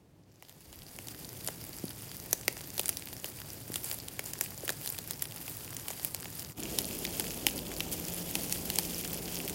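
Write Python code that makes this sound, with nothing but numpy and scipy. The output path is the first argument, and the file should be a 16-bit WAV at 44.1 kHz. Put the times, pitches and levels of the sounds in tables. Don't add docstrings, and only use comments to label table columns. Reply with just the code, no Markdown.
import sys
import numpy as np
from scipy import signal
from scipy.fft import rfft, irfft
from scipy.io import wavfile

SR = 44100
rng = np.random.default_rng(int(sys.argv[2]) if len(sys.argv) > 2 else 0)


def unload_wav(signal):
    wavfile.write(
        sys.argv[1],
        SR,
        np.round(np.clip(np.atleast_2d(signal).T, -1, 1) * 32767).astype(np.int16),
    )


N = 420713
TIME = np.arange(N) / SR
BROWNED_S = 6.55

# start_s, level_db, chirp_db, treble_db (the last two relative to level_db)
POPS = [(0.4246, -52, -1, 1), (0.495, -54, -6, 2.5), (0.7282, -51, -2.5, -1.5), (0.9879, -43, -5, -1),
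        (1.0846, -44.5, -12, 1), (1.4746, -40, -10, 6.5), (1.4858, -39.5, 2, -1), (2.3296, -31, -2, 7.5),
        (2.4806, -23.5, -6, -4), (2.5687, -44.5, -3, -4), (2.7797, -37.5, -7, 3.5),
        (2.7953, -31.5, -3, 2.5), (2.8327, -46, -10, 1), (2.858, -39, -18, 5), (2.8816, -43, -8, 8),
        (2.892, -34.5, -9.5, 8.5), (2.9705, -39, -11, 3.5), (3.2439, -37, -5, 0.5),
        (3.7413, -39.5, -25, 1.5), (3.758, -33, -10, 0.5), (3.914, -36.5, -9, 3), (4.084, -42.5, -21, 2.5),
        (4.1931, -33.5, -5.5, -0.5), (4.3349, -41, -10, 4.5), (4.4108, -33, -6, 5.5),
        (4.6794, -35.5, -7, -0.5), (4.6928, -28.5, -10, -5), (4.703, -41, 3, 6.5), (4.8749, -37, -11, 1),
        (4.9874, -40.5, -5, 3), (5.109, -39, -11, 5.5), (5.2228, -38, -14, 10), (5.48, -42, -5, -1.5),
        (5.767, -42.5, -18, 3), (5.8827, -38.5, -7.5, 3.5), (5.904, -43.5, 3, 3), (6.048, -41.5, -6.5, 13),
        (6.1468, -39, -6, 5.5), (6.2565, -42, -4, -11), (6.7873, -28.5, -10.5, 3),
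        (7.0514, -31.5, -19, -2.5), (7.1977, -35.5, -1.5, 5), (7.4675, -22.5, -11, -1.5),
        (7.8052, -29, -14, -3.5), (8.3535, -29.5, -8.5, -0.5), (8.5245, -33, -11, 4),
        (8.7014, -32.5, -12, 1), (8.758, -38.5, -7, 7), (8.7867, -27.5, -5, 3), (9.4965, -39.5, -22, 3)]


def sizzle(hiss_db=-5.0, flutter_db=2.5):
    # frequency_hz, gain_db
    raw_eq = [(300, -11.5), (800, 0), (1250, -4.5), (1800, -1), (2800, -2), (3400, -3), (4300, -2),
              (4750, 2.5), (5300, -1.5), (7000, -4), (9000, -16.5)]
    browned_eq = [(300, -32), (800, -13), (1400, -7.5), (1900, -4.5), (2600, -0.5), (3300, -0.5),
                  (3900, -4), (4750, 0), (5600, -2), (7000, -2.5), (9000, -17.5)]
    fizz_eq = [(3000, -48.5), (5500, -23), (7000, -7.5), (8500, 0.5), (10500, 3), (13000, 2), (16500, 0)]
    ticks = bubbles(per_s=135, spread_db=7.5, max_spreads=2.29, decay_s=0.00043, chirp_gain=0.37)
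    froth = bubbles(per_s=1400, spread_db=2.5, max_spreads=3.1, decay_s=0.00071, chirp_gain=0)
    hiss = gain_of(hiss_db + flutter_db * wander(48)) * rng.standard_normal(N)
    browned = TIME > BROWNED_S
    ticks *= gain_of(np.where(browned, -4.8, -2.3))
    bed = gain_of(-5.5) * froth + hiss
    frying = ticks + bed
    crackle = np.where(browned, unit_rms(colour(frying, browned_eq)), unit_rms(colour(frying, raw_eq)))
    fizz = unit_rms(colour(0.93 * ticks + bed, fizz_eq))
    fizz *= gain_of(0.46 * wander(39))
    boil_db, spray = boil(), spatter()
    crackle_gain = fader(raw_db=-52.5, browned_db=-47, start_s=0.19, fade_s=0.98)
    crackle_gain *= gain_of(0.61 * boil_db)
    fizz_gain = fader(raw_db=-48.5, browned_db=-44.5, start_s=0.27, fade_s=0.8) * gain_of(boil_db)
    return np.hypot(crackle_gain, spray) * crackle + np.hypot(fizz_gain, spray) * fizz


def bubbles(per_s, spread_db, max_spreads, decay_s, chirp_gain, clump_db=3, voices=48):
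    out, t = np.zeros(N), np.arange(SR // 60) / SR
    odds = gain_of(clump_db * wander(14))
    onsets = np.flatnonzero(rng.random(N) < per_s / SR * odds / odds.mean())
    sizes = gain_of(spread_db * np.minimum(rng.exponential(1, len(onsets)), max_spreads))
    clicks = []
    for hz in np.linspace(1200, 15500, voices):
        tear = burst(t, decay_s * 2 ** rng.uniform(-0.72, 1), snap=0.7)
        clicks.append(unit_rms(ring(tear, hz, resonance=4.2, q=hz / 1100)))
    body = chirp_gain * unit_rms(chirp(t, hz=1400, swell_s=0.001, hold=0.83))
    picks = rng.integers(0, voices, len(onsets))
    body_shares = rng.random(len(onsets)) ** 2
    for onset, size, pick, share in zip(onsets, sizes, picks, body_shares):
        add(out, onset / SR, size * (clicks[pick] + share * body))
    return unit_rms(out)


def boil(full_boil_s=1.81, warm_db_per_s=3):
    # middle_s, length_s, rise_db
    spurts = [(1.46, 0.25, 2.5), (2.847, 0.11, 6.5), (3.28, 0.096, 3.5), (3.856, 0.2, 8), (4.27, 0.072, 7),
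              (4.44, 0.036, 10), (4.88, 0.16, 9), (5.5, 0.25, 5.5), (5.882, 0.23, 4.5), (6.076, .1, 7),
              (6.396, 0.084, 7.5), (6.87, 0.4, 4.5), (7.24, 0.21, 4), (7.483, 0.046, 7), (7.93, 0.027, 12),
              (8.71, 1.67, 5)]
    warming_db = warm_db_per_s * np.minimum(TIME - full_boil_s, 0)
    return warming_db + sum(db * swell(middle_s, length_s) for middle_s, length_s, db in spurts)


def pops(crack_trim_db=0.5, spit_trim_db=4.0, centre_hz=2050):
    # frequency_hz, gain_db
    crack_eq = [(300, -24), (1050, -9.5), (1800, 5), (2700, 4.5), (3900, 2), (5000, 1), (6200, -3.5),
                (8000, -5), (16000, -24)]
    spit_eq = [(2000, -80), (5000, -13.5), (7000, -1.5), (10000, 6), (13000, 4), (16000, 5)]
    out, t = np.zeros(N), np.arange(SR // 25) / SR
    for start_s, level_db, chirp_db, treble_db in POPS:
        if start_s > BROWNED_S:
            stiffness = 1.12
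            body = chirp(t, hz=908, swell_s=0.0019, hold=26.0)
            body += 0.96 * chirp(t, hz=520, swell_s=0.002, hold=2.7)
        else:
            stiffness = 1
            body = chirp(t, hz=1150 / 2 ** ((level_db + 26) / 40), swell_s=0.00172, hold=1.08)
        tear = burst(t, 0.00064 * 2 ** rng.uniform(-0.46, 1), snap=0.58)
        add(tear, rng.uniform(0.0011, 0.0027), 0.38 * burst(t, 0.00044, snap=0))
        ring_hz = centre_hz * 2 ** (treble_db / 5.5 - chirp_db / 15.5)
        tear = ring(tear, ring_hz, resonance=1.3, q=2.2)
        crack = colour(tear, crack_eq * np.array([stiffness, 1]))
        spit = colour(tear, spit_eq)
        gains = gain_of([crack_trim_db, treble_db + spit_trim_db, chirp_db])
        pop = sum(gain * part / np.linalg.norm(part) for gain, part in zip(gains, [crack, spit, body]))
        add(out, start_s, gain_of(level_db) * pop * np.sqrt(0.005 * SR))
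    return out


def thuds():
    # start_s, peak_db, start_pitch_hz, swell_s
    thumps = [(1.840, -26, 483, 0.0019), (3.701, -30.5, 544, 0.0012), (4.633, -34.5, 810, 0.0037)]
    out, t = np.zeros(N), np.arange(SR // 25) / SR
    for start_s, peak_db, hz, swell_s in thumps:
        add(out, start_s, gain_of(peak_db) * chirp(t, hz, swell_s, hold=1.7))
    return out


def spatter(spray_db=-16.5, decay_s=0.012):
    kicks = np.zeros(N)
    for start_s, level_db, _, treble_db in POPS:
        add(kicks, start_s, gain_of([level_db + treble_db + spray_db]))
    return signal.lfilter([1], [1, -np.exp(-1 / (decay_s * SR))], kicks + 1e-12)


def burst(t, decay_s, snap):
    spray = rng.standard_normal(len(t)) * np.exp(-t / decay_s)
    spray /= np.linalg.norm(spray)
    spray[0] += snap
    return spray


def ring(x, hz, resonance, q):
    return x + resonance * signal.lfilter(*signal.iirpeak(hz, q, fs=SR), x)


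def chirp(t, hz, swell_s, hold):
    fall_s = hold * swell_s
    phase = 2 * np.pi * hz * fall_s * np.log1p(t / fall_s)
    return np.sin(phase) * t / swell_s * np.exp(1 - t / swell_s)


def reflections(x, echo_db=-20, echo_s=0.0052, tail_db=-17, t60_s=0.32):
    t = np.arange(SR // 5) / SR
    tail = rng.standard_normal(len(t)) * gain_of(-60 * t / t60_s)
    tail *= gain_of(tail_db) / np.linalg.norm(tail)
    add(tail, echo_s, gain_of([echo_db]))
    return x + signal.oaconvolve(x, tail)[:N]


def rumble(sway_db=1.0, floor_db=-60.5):
    # frequency_hz, gain_db
    raw_eq = [(24, -52), (42, -9.5), (65, -5), (110, 1.5), (165, 0), (210, -6.5), (300, -5), (450, -10.5),
              (800, -17), (1200, -25), (16000, -37)]
    browned_eq = [(24, -48), (40, 2.5), (70, 1), (125, 0), (175, 4.5), (230, 2.5), (310, 2.5), (450, -1.5),
                  (780, -8), (1150, -18), (16000, -52)]
    air = rng.standard_normal(N) * gain_of(sway_db * wander(30))
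    raw = unit_rms(colour(air, raw_eq, size=16384))
    browned = unit_rms(colour(air, browned_eq, size=16384))
    gain = fader(raw_db=-50.5, browned_db=-43, start_s=0.43, fade_s=0.83)
    return np.hypot(gain, gain_of(floor_db)) * np.where(TIME > BROWNED_S, browned, raw)


def hums(drift=0.0074, waver_db=1.0):
    # start_s, end_s, pitch_hz, level_db
    tones = [(0, 0.68, 99, -69.5), (1.2, 7.8, 108, -63), (7.7, 9.8, 173.4, -50.5)]
    out = np.zeros(N)
    drifting_time = np.cumsum(1 + drift * wander(11)) / SR
    waver = unit_rms(gain_of(waver_db * wander(8.8)))
    for start_s, end_s, hz, level_db in tones:
        gate = np.clip(np.minimum(TIME - start_s, end_s - TIME) / 0.13, 0, 1)
        out += gain_of(level_db) * gate * np.sqrt(2) * np.sin(2 * np.pi * hz * drifting_time)
    return out * waver


def gusts(q=1.7):
    # middle_s, length_s, pitch_hz, level_db
    breezes = [(0.828, 0.27, 62, -54), (2.35, .5, 62, -61), (3.447, .3, 85, -60), (5.6, 0.26, 100, -59),
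               (5.7, 2.1, 950, -64)]
    out, air = np.zeros(N), rng.standard_normal(N)
    for middle_s, length_s, hz, level_db in breezes:
        band = signal.lfilter(*signal.iirpeak(hz, q, fs=SR), air)
        out += gain_of(level_db) * swell(middle_s, length_s) * unit_rms(band)
    return out


def fader(raw_db, browned_db, start_s, fade_s, dip_db=-22, dip_s=0.02):
    fade = np.clip((TIME - start_s) / fade_s, 0, 1)
    dip = np.exp(-((TIME - BROWNED_S) / dip_s) ** 2)
    return fade * gain_of(np.where(TIME > BROWNED_S, browned_db, raw_db) + dip_db * dip)


def swell(middle_s, length_s):
    return np.exp(-(2 * (TIME - middle_s) / length_s) ** 2)


def wander(rate_hz):
    hz = np.fft.rfftfreq(N, 1 / SR)
    return unit_rms(irfft(rfft(rng.standard_normal(N)) * np.exp(-(hz / rate_hz) ** 2), N))


def colour(x, eq, size=4096):
    eq_hz, eq_db = np.transpose(eq)
    hz = abs(np.fft.fftfreq(size, 1 / SR))
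    log_gain = np.log(gain_of(np.interp(np.log(hz + 1), np.log(eq_hz), eq_db)))
    taps = np.fft.ifft(np.exp(np.conj(signal.hilbert(log_gain)))).real
    return signal.oaconvolve(x, taps[:size // 2])[:len(x)]


def gain_of(db):
    return 10 ** (np.asarray(db) / 20)


def unit_rms(x):
    return x / np.sqrt(np.mean(x ** 2) + 1e-20)


def add(mix, start_s, sound):
    part = mix[max(round(start_s * SR), 0):][:len(sound)]
    part += sound[:len(part)]


def scene():
    return (sizzle() + reflections(pops() + thuds()) + rumble() + hums() + gusts())[None]


def record(dry, cutoff_hz=16050):
    lowpass = signal.firwin(511, cutoff_hz, window=("kaiser", 9), fs=SR)
    return signal.oaconvolve(dry, lowpass[None], "same")


dry = scene()
out = record(dry)
unload_wav(out)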